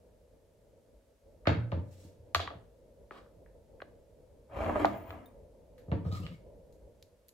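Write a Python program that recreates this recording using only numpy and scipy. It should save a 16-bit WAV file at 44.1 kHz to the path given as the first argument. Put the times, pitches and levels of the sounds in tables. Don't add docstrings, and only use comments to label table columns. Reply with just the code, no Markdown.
import sys
import numpy as np
from scipy import signal
from scipy.fft import rfft, irfft, next_fast_len
from scipy.io import wavfile
from scipy.ndimage import uniform_filter1d

SR = 44100
rng = np.random.default_rng(int(sys.argv[2]) if len(sys.argv) > 2 else 0)


def transcribe(u):
    v = np.clip(np.atleast_2d(u).T, -1, 1)
    q = np.round(v * 32767).astype(np.int16)
    wavfile.write(sys.argv[1], SR, q)


N = 323253
PADDED = next_fast_len(N)
HZ = np.fft.rfftfreq(PADDED, 1 / SR)


def amp(db):
    return 10 ** (np.asarray(db) / 20)


def unit(x):
    return x / np.sqrt(np.mean(x ** 2) + 1e-20)


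def read(points, hz):
    f, value = np.transpose(points)
    return np.interp(np.log(hz + 1), np.log(f + 1), value)


def add(mix, s, sound):
    part = mix[..., round(s * SR):][..., :sound.shape[-1]]
    part += sound[..., :part.shape[-1]]


def shaped(x, gain):
    return unit(irfft(rfft(x, PADDED) * gain, PADDED)[..., :N])


def convolved(x, response):
    return signal.fftconvolve(np.atleast_2d(x), np.atleast_2d(response), axes=1)[:, :N]


def noise_pair(same):
    a, b = rfft(rng.standard_normal((2, PADDED)))
    same = np.clip(same, -1, 1)
    return irfft(np.array([a, same * a + np.sqrt(1 - same ** 2) * b]), PADDED)[:, :N]


def drift(hz):
    return shaped(rng.standard_normal(N), 1 / (1 + (HZ / hz) ** 4))


def background(hiss_db=-78.5, hiss_same=.3, waver_db=1.92, waver_hz=8):
    # hz, level_db
    drone_colour = [(25, -14.5), (40, -4.5), (50, 5.5), (62, -3), (95, -4), (130, -10), (300, -13.5),
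                    (400, -11.5), (470, -4.5), (560, -4.5), (650, -11.5), (740, -23.5), (950, -23.5),
                    (2000, -91.5)]
    # hz, likeness (-1 to 1)
    drone_same = [(60, 0.89), (150, 0.79), (380, 0.82), (950, 0.53), (2380, 0.59), (5980, -0.06),
                  (15000, 0.24)]
    # time_s, level_db
    drone_level = [(0, -62), (1.0, -63.5), (1.18, -68), (1.3, -58), (3.4, -59), (4.15, -61), (6.6, -56),
                   (7.2, -64)]
    # hz, level_db
    hiss_colour = [(300, -10), (900, 0), (1300, -1), (3000, -6), (7000, -7.5), (12000, -9), (14000, -13),
                   (16000, -18)]
    drone = shaped(noise_pair(read(drone_same, HZ)), amp(read(drone_colour, HZ)))
    level_db = np.interp(np.arange(N) / SR, *np.transpose(drone_level))
    hiss = shaped(noise_pair(hiss_same), amp(read(hiss_colour, HZ)))
    return amp(level_db + waver_db * drift(waver_hz)) * drone + amp(hiss_db) * hiss


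def kitchen(x, first_s=.0013, early_db=5, early_s=0.0014, mono_hz=330):
    # hz, t60_s
    room_t60 = [(100, .45), (400, .44), (1500, .38), (4000, .32), (8000, .25), (15000, .19)]
    # hz, level_db
    room_colour = [(60, -16), (200, 0.5), (600, -18), (1500, -14), (4000, -12), (8000, -3.5), (15000, -6.5)]
    t = np.arange(SR * 3 // 4) / SR
    signs = rng.choice([-1., 1.], (2, len(t)))
    present = rng.random((2, len(t))) < 5000 / SR
    taps = signs * present * (t > first_s)
    early = 1 + amp(early_db) * np.exp(-t / early_s)
    hz, when, z = signal.stft(taps * early, SR, nperseg=256)
    same = np.maximum(1 / (1 + (hz / mono_hz) ** 2), .25)[:, None]
    z[1] = same * z[0] + np.sqrt(1 - same ** 2) * z[1]
    z *= amp(read(room_colour, hz)[:, None] - 60 * when / read(room_t60, hz)[:, None])
    tail = signal.istft(z, SR, nperseg=256)[1]
    middle = abs(rfft(tail, SR))[:, 300:4000]
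    return convolved(x, tail / np.sqrt(np.mean(middle ** 2)))


def strokes(rows, rise_s, stop_s):
    t, power = np.arange(N) / SR, np.zeros(N)
    for start, end, db in rows:
        rise = np.sin(np.pi / 2 * np.clip((t - start) / rise_s, 0, 1)) ** 2
        stop = np.exp(-np.clip((t - end) / stop_s, 0, 20))
        power += (amp(db) * rise * stop) ** 2
    return np.sqrt(power)


def slips(per_s, spread_db, lumpy_db, lump_hz=35):
    lumps = drift(lump_hz)
    size_db = spread_db * np.minimum(rng.exponential(1, N), 4) + lumpy_db * lumps
    return amp(size_db) * rng.choice([-1, 1], N) * (rng.random(N) < per_s / SR)


def airy_fizz():
    # start_s, end_s, level_db
    swells = [(1.78, 2.06, -66.5)]
    # hz, level_db
    fizz_colour = [(300, 9), (1000, 4), (2400, 3), (4500, 3), (6000, -1), (7500, -2), (9000, -9),
                   (12000, -8), (16000, -10)]
    level = strokes(swells, rise_s=.26, stop_s=.035)
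    return level * shaped(slips(per_s=1800, spread_db=4.0, lumpy_db=3.5), amp(read(fizz_colour, HZ)))


def shift():
    # start_s, end_s, level_db
    scuffs = [(3.11, 3.175, -55)]
    # hz, level_db
    scuff_colour = [(150, -14), (450, 1), (800, 1), (1400, -1), (2200, -12), (4000, -16), (6000, -30),
                    (12000, -40)]
    level = strokes(scuffs, rise_s=0.004, stop_s=0.023)
    return level * shaped(slips(per_s=2000, spread_db=1.5, lumpy_db=1), amp(read(scuff_colour, HZ)))


def scatter(count, decay_ms, size=4096):
    ms = np.arange(size) * 1000 / SR
    spray = rng.standard_normal((count, 2, size)) * (1 - np.exp(-ms)) * np.exp(-ms / decay_ms)
    return rfft(spray / np.linalg.norm(spray, axis=2, keepdims=True))


def placed(x, lead_ms, left_db, scatter_db, decay_ms=3, scatter_hz=1100, size=4096):
    f = np.fft.rfftfreq(size, 1 / SR)
    left = amp(left_db / 2) * np.ones(len(f))
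    right = amp(-left_db / 2) * np.exp(-2j * np.pi * f * lead_ms / 1000)
    share = amp(scatter_db) * f / np.hypot(f, scatter_hz)
    response = np.array([left, right]) + share * scatter(1, decay_ms)[0]
    return convolved(x, irfft(response / np.hypot(1, share)))


def causal(gain):
    log_gain = np.log(np.maximum(gain, 1e-5))
    circle = np.concatenate([log_gain, log_gain[-2:0:-1]])
    return np.exp(np.conj(signal.hilbert(circle)))[:len(gain)]


def knocks(rows, low_cut, spread_ms, scatter_db, scatter_ms, scatter_hz=1300, sharpness=7, roll_off=3.2,
           echo=0.043, echo_ms=1.9, lean_db=1.0, lean_hz=1700, size=4096):
    # hz, level_db
    clack = [(100, 3.5), (400, 0), (1450, -3), (2100, -3.5), (3100, -6.5), (4400, -5), (5400, -16.5),
             (7200, -14.5), (8500, -28), (12000, -9), (16000, -31)]
    direct, feed, f = np.zeros((2, N)), np.zeros(N), np.fft.rfftfreq(size, 1 / SR) + 1
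    dispersion = np.exp(-4j * np.pi * spread_ms * np.sqrt(f / 1000))
    edge = 1 - echo * np.exp(-2j * np.pi * f * echo_ms / 1000)
    lean = amp(lean_db / np.hypot(1, 2 * (f / lean_hz - lean_hz / f)))
    sprays = 1 + amp(scatter_db) * f / np.hypot(f, scatter_hz) * scatter(len(rows), scatter_ms)
    for (s, db, hz, ring_db, cut_hz, room_db, lead_ms), spray in zip(rows, sprays):
        ring = 1 + amp(ring_db) / np.hypot(1, sharpness * (f / hz - hz / f))
        radiated = 1 / np.hypot(1, (low_cut * hz / f) ** 2)
        softness = np.hypot(1, (f / cut_hz) ** roll_off)
        spectrum = causal(amp(read(clack, f)) * ring * radiated / softness) * dispersion * edge
        right_lag = np.exp(-2j * np.pi * f * lead_ms / 1000)
        click = irfft([spectrum * lean, spectrum / lean * right_lag])
        click = click * amp(db) / abs(click[0]).max()
        add(direct, s, irfft(rfft(click) * spray))
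        add(feed, s, click[0] * amp(room_db))
    return direct, feed


def handling_ticks():
    # time_s, level_db, ring_hz, ring_db, contact_cutoff_hz, room_db, left_lead_ms
    taps = [ (3.1088, -33, 1280, 16, 2300, -11, .02), (3.1116, -40, 380, 10, 1200, -6, .1),
            (3.262, -56, 1200, 14, 1500, -8, 0), (3.461, -53, 1715, 15, 2190, -3, 0.016),
            (3.8026, -39.5, 1600, 18, 2500, -12, .09), (3.8182, -36, 1450, 12, 3400, -11, 0),
            (3.819, -45, 4000, 14, 4400, -12, 0), (3.8205, -34, 550, 16, 2000, -9, .1),
            (5.259, -54, 12000, 3, 15000, -14, 0), (5.7803, -55, 1650, 6, 14700, 6, .077),
            (6.202, -48, 10800, 3, 13900, -14, 0.017), (6.7252, -57, 7360, 3, 12020, 0, .012),
            (7.026, -41, 5500, 5, 12000, -11, 0), (7.284, -43.5, 11000, 3, 15200, -12, 0),
            (7.2905, -44, 7700, 8, 15000, -12, .1), ]
    return knocks(taps, low_cut=.6, spread_ms=.9, scatter_db=-4, scatter_ms=4, sharpness=4, roll_off=4)


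def aside_clatter():
    # time_s, level_db, ring_hz, ring_db, contact_cutoff_hz, room_db, left_lead_ms
    contacts = [ (2.3466, -14, 1200, 10, 8000, -9, .07), (2.3478, -19, 3200, 4.9, 6000, -12, 0.16),
                (2.3545, -19.5, 4080, 3.5, 6590, -9, 0.11), (2.3575, -23, 1350, 5.9, 2970, -15.5, 0.24),
                (2.36, -27.5, 660, 13, 1092, -7.5, 0.25), (2.3935, -31, 1170, 14, 4920, -2, 0.075),
                (2.398, -30, 730, 12, 1500, 4, 0.2), (2.4015, -27.5, 3370, 11, 4940, 6, 0.12),
                (2.4736, -33, 1950, 10, 4200, -10, .04), (2.4745, -30, 1100, 14, 1500, -8, .1),
                (2.503, -37, 1200, 10, 2030, -6, .24), (2.507, -40, 640, 18, 964, 5.5, 0.43), ]
    return knocks(contacts, low_cut=0.55, spread_ms=2.6, scatter_db=-7.5, scatter_ms=5)


def ring_on(blows, modes):
    t = np.arange(SR // 2) / SR
    phases = rng.uniform(-np.pi / 2, np.pi / 2, (len(modes), 2, 1))
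    ring = sum(amp(db - 60 * t / t60) * np.sin(2 * np.pi * hz * t + p)
               for (hz, db, t60), p in zip(modes, phases))
    return convolved(blows, ring)


def aside_ring(blows, gain_db=-50):
    # hz, level_db, t60_s
    aside_modes = [(689, -3, .13), (845, -2, .12), (1152, 3, .12), (1357, 0, .1), (1631, -2, .11),
                   (2455, -8, .13), (3149, -2, .15), (3295, -3, .14), (4339, -5, .15), (4592, -3, .15)]
    return amp(gain_db) * ring_on(blows, aside_modes)


def glassware_ring(blows, gain_db=-53):
    # hz, level_db, t60_s
    glass_modes = [(680, 9, .16), (945, -5, .16), (1035, -4, .15), (1168, 0, .15), (1235, 0, .22),
                   (1463, -5, .18), (1619, -7, .2), (2335, -8, .2), (3161, -1, .22), (3466, -2, .22),
                   (3609, -2, .22), (4290, -1, .22)]
    return amp(gain_db) * ring_on(blows, glass_modes)


def clinks(width_hz=55):
    # time_s, level_db, pitch_factor
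    touches = [(4.8545, -62, 1), (5.259, -58, 1.03)]
    # start_s, end_s, level_db
    rubs = [(4.84, 5.11, -70.5)]
    # hz, level_db, t60_s, left_lead_rad, rubbed_db
    jar_modes = [(3560, -3, .08, 0, -30), (9020, -3, .08, 3.1, -9), (12650, -8, .06, 1, -30),
                 (14790, 0, .07, 1.2, 0)]
    out, t = np.zeros((2, N)), np.arange(SR // 2) / SR
    pressure = strokes(rubs, rise_s=.04, stop_s=0.035)
    for hz, db, t60, lead, rubbed_db in jar_modes:
        lag = np.array([[0], [lead]])
        sing = shaped(rng.standard_normal(N), np.exp(-1j * lag) / (1 + ((HZ - hz) / width_hz) ** 2))
        out += amp(rubbed_db) * pressure * sing
        for s, level_db, pitch in touches:
            tone = np.sin(2 * np.pi * hz * pitch * t - lag)
            add(out, s, amp(level_db + db - 60 * t / t60) * tone)
    return out


def board_ring(pitch=1, lowest_db=0, second_db=0):
    # hz, level_db, t60_s
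    board_modes = [(94.9, 1.5, 0.3), (118.46, -6, 0.56), (159.9, -4.5, 0.3), (174, -1, 0.16),
                   (220, -8, 0.09), (259, -10, 0.29), (283.6, -11.5, 0.3), (331, -1.5, 0.11),
                   (460, -4, 0.15), (580, -8.5, 0.25), (658, 2, 0.14), (914, 3, 0.33), (1266, -14, 0.37)]
    t = np.arange(SR * 3 // 4) / SR
    modes = [amp(db - 60 * t / t60) * np.sin(2 * np.pi * hz * pitch * t) for hz, db, t60 in board_modes]
    return amp(lowest_db) * modes[0] + amp(second_db) * modes[1] + sum(modes[2:])


def thumps(dead_db=3, low_hz=76, settle_s=.01, settle_db=-10):
    # time_s, push_db, contact_ms, pitch_factor, lowest_mode_db, second_mode_db
    landings = [(1.474, -23.5, 2.46, 1, -8.5, 2.5), (1.495, -24.5, 2.7, 0.94, -6.5, -14),
                (1.512, -25.5, 3.1, 1.02, -20, -0.5), (1.572, -30.5, 4, .99, -14, 11.5),
                (1.728, -30.5, 3.2, 1, 1, 1), (1.775, -33, 2.4, 1, 3, 1), (1.955, -57, 2.8, 1, 2, -23),
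                (2.049, -48.5, 2.3, 1.0, -2.5, -7), (2.192, -53, 5, 0.98, -1, 1),
                (2.352, -40, 6.3, .94, 8, -15), (2.471, -41.5, 8.4, .97, -8, -6),
                (2.553, -47.5, 3.13, 1, -7.5, -1), (5.883, -40.5, 3.6, 1.03, 4, -6),
                (5.92, -24, 3.57, 1.03, -6, -7), (5.936, -28.5, 2.44, 1.09, -19.5, -6),
                (6.004, -49, 4.5, 1.05, 0, 10), (6.061, -29, 4.3, 1.02, -1.5, -7),
                (6.126, -33, 3.25, 1.02, -7, 0), (6.2, -37, 2.85, 1.13, -7, -6)]
    motion = np.zeros(N)
    t_ms = np.arange(SR // 20) * 1000 / SR
    for s, db, ms, pitch, lowest_db, second_db in landings:
        push = np.sin(np.pi * np.minimum(t_ms / ms, 1))
        ring = signal.fftconvolve(push / push.sum(), board_ring(pitch, lowest_db, second_db))
        give = amp(dead_db) * np.sin(np.pi * t_ms / ms) * np.exp(-t_ms / (2 * ms))
        for when, gain in (s, amp(db)), (s + settle_s, amp(db + settle_db)):
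            add(motion, when, gain * ring)
            add(motion, when, gain * give)
    radiation = signal.butter(6, low_hz, "highpass", fs=SR, output="sos")
    return signal.sosfilt(radiation, motion)


def resonate(x, hz, width_hz):
    turn, r = np.exp(2j * np.pi * np.cumsum(hz) / SR), np.exp(-np.pi * width_hz / SR)
    return unit((turn * signal.lfilter([1], [1, -2 * r, r * r], x / turn)).real)


def shifting(x, depth_db, patch_hz=170, patch_s=.035):
    z = signal.stft(x, SR, nperseg=512, noverlap=384)[2]
    field = rng.standard_normal(z.shape)
    for axis, steps in enumerate([patch_hz * 512 / SR, patch_s * SR / 128]):
        field = uniform_filter1d(field, max(round(steps), 1), axis)
    return unit(signal.istft(z * amp(depth_db * unit(field)), SR, nperseg=512, noverlap=384)[1][:N])


def slide(rows, colour, catches, rise_s, stop_s, ring_db, judder_hz, grip_db,
          wander=0.057, width=0.075, grip_hz=45, grip_below_hz=2200):
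    start, end, scrape_db, judder_db = np.transpose(rows)[:4]
    gain = amp(read(colour, HZ))
    ringing = convolved(catches, board_ring(lowest_db=-4))[0]
    grain = shifting(shaped(catches, gain), depth_db=2.5)
    rasp = grain + amp(ring_db) * shaped(ringing, gain * HZ / (HZ + 400))
    body = irfft(rfft(rasp, PADDED) / (1 + (HZ / grip_below_hz) ** 4), PADDED)[:N]
    rasp = rasp - body + body * unit(amp(grip_db * drift(grip_hz)))
    shake_band = (HZ / 65) ** 4 / (1 + (HZ / 65) ** 4) / np.hypot(1, (HZ / judder_hz) ** 4)
    shake = shaped(ringing, shake_band)
    shake /= np.sqrt(uniform_filter1d(shake ** 2, size=4000) + 0.015)
    scrape = strokes(zip(start, end, scrape_db), rise_s, stop_s)
    judder = strokes(zip(start, end, judder_db), rise_s, stop_s)
    bend = 1 + wander * drift(29)
    chatter = sum(strokes([(a, b, db)], rise_s, stop_s) * resonate(catches, hz * bend, width * hz)
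                  for a, b, _, _, hz, db in rows)
    return scrape * rasp + chatter, judder * shake


def nudge_jar():
    # start_s, end_s, scrape_db, judder_db, chatter_hz, chatter_db
    nudges = [(6.03, 6.1, -64, -44, 1240, -75), (6.103, 6.145, -51, -40.5, 4070, -61),
              (6.115, 6.17, -50.5, -53, 1264, -57.5), (6.2, 6.262, -58, -42, 3000, -64),
              (6.285, 6.345, -69.5, -46, 2180, -73)]
    # hz, level_db
    nudge_colour = [(180, -24), (400, 0), (600, 2), (760, 6), (1120, 7.5), (1260, 13), (1400, 3),
                    (2800, -1.5), (3900, 0.5), (5000, -3), (6000, -10.5), (7500, -10), (8800, -19.5),
                    (15000, -17)]
    light_slips = slips(per_s=1800, spread_db=2.8, lumpy_db=2)
    return slide(nudges, nudge_colour, light_slips, rise_s=0.028, stop_s=0.018,
                 ring_db=-29, judder_hz=204, grip_db=-2)


def push_jar():
    # start_s, end_s, scrape_db, judder_db, chatter_hz, chatter_db
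    shoves = [(4.475, 4.69, -38, -40, 603, -45.5), (4.67, 4.82, -35, -48, 606, -40.5),
              (4.8, 4.94, -45, -45, 656, -46.5), (4.98, 5.11, -47, -47, 716, -55)]
    # hz, level_db
    push_colour = [(150, -14), (215, -0.5), (380, -3.5), (640, 1), (740, -2), (1000, 0), (1400, -9.5),
                   (2100, -13), (3200, -25), (5000, -40), (7500, -40), (9000, -53.5), (11000, -39),
                   (15000, -52)]
    heavy_slips = slips(per_s=2400, spread_db=2.4, lumpy_db=.8)
    return slide(shoves, push_colour, heavy_slips, rise_s=.185, stop_s=.07,
                 ring_db=-13, judder_hz=99, grip_db=2.5)


def board_knocks():
    # time_s, level_db, ring_hz, ring_db, contact_cutoff_hz, room_db, left_lead_ms
    contacts = [ (1.454, -42.5, 1490, -2.5, 1700, 16.5, 0.18), (1.4699, -19.5, 1330, 15, 3600, 2.5, 0.17),
                (1.4718, -15, 590, 16, 4060, -2.5, 0.4), (1.481, -26.5, 2300, 7.5, 2800, 0.5, 0.55),
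                (1.4915, -21, 910, 15, 2026, -8, 0.41), (1.503, -27, 340, 7.5, 1490, -4.5, 0.27),
                (1.516, -31, 470, 24.5, 2400, -1.5, 0.34), (1.526, -38.5, 1260, 1, 2400, 10, 0.37),
                (1.7179, -34, 936, 7, 3300, 1, 0.32), (1.721, -32.5, 573, 24, 840, 5, 0.37),
                (1.7235, -31, 915, 2, 1070, 0.5, 0.2), (4.604, -27, 605, 10.5, 1200, -8.5, 0.11),
                (4.645, -32.5, 520, 1, 2740, -5, 0.098), (4.669, -27.5, 624, 19, 1300, 4, 0.12),
                (4.6955, -22, 660, 4.5, 1204, -2, 0.063), (4.7, -25.5, 1030, 16, 1170, 1, 0.11),
                (4.757, -20.5, 940, 5.5, 1300, -4.5, .1), (4.804, -27, 606, 5.5, 1200, -2.5, .1),
                (4.82, -29.5, 400, 5.5, 1000, 2.5, 0.092), (4.8458, -11, 790, 16, 1800, -12, .16),
                (4.858, -27, 1050, 8.5, 1500, -18.5, .12), (4.865, -27, 715, 34.5, 924, -9.5, .08),
                (4.8543, -27.5, 3900, -8, 6760, -10.5, 0.016), (5.105, -33.5, 1060, -1, 2890, -20, 0.14),
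                (5.882, -48, 477, 10, 680, 12, 0.63), (5.916, -33, 463, 19, 3000, 1.5, 0.3),
                (5.922, -32, 910, 31, 2400, -1, 0.31), (5.927, -32, 575, 13, 910, 3, 0.25),
                (6.05, -42, 497, 19, 1180, 9.5, .39), (6.265, -32.5, 2850, 1, 3760, -3, 0.14), ]
    return knocks(contacts, low_cut=0.58, spread_ms=1.3, scatter_db=-6, scatter_ms=3)


def scene(thump_room_db=-15, slide_room_db=-3, clink_room_db=-14, slide_glass_db=-6):
    fizz, scuff, glass, boom = airy_fizz(), shift(), clinks(), thumps()
    ticks, tick_feed = handling_ticks()
    aside, aside_feed = aside_clatter()
    nudge, nudge_shake = nudge_jar()
    push, push_shake = push_jar()
    on_board, board_feed = board_knocks()
    scrapes = push + nudge
    near = placed(push, lead_ms=0.014, left_db=4.0, scatter_db=-0.5)
    near += placed(nudge + nudge_shake, lead_ms=.3, left_db=2, scatter_db=-7)
    near += placed(scuff, lead_ms=.05, left_db=1, scatter_db=0)
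    near += placed(boom, lead_ms=.22, left_db=0, scatter_db=-5)
    ringing = glassware_ring(on_board[0] + amp(slide_glass_db) * scrapes) + aside_ring(aside[0])
    feed = board_feed + aside_feed + tick_feed + fizz
    feed = feed + amp(thump_room_db) * boom + amp(slide_room_db) * (scrapes + scuff)
    room = kitchen(feed + amp(clink_room_db) * glass[0])
    return on_board + aside + ticks + ringing + glass + near + push_shake + room + background()


def record(dry, edge_hz=15900):
    low_pass = signal.firwin(511, edge_hz, window=("kaiser", 9), fs=SR)
    return signal.oaconvolve(dry, low_pass[None], "same", axes=1)


dry = scene()
out = record(dry)
transcribe(out)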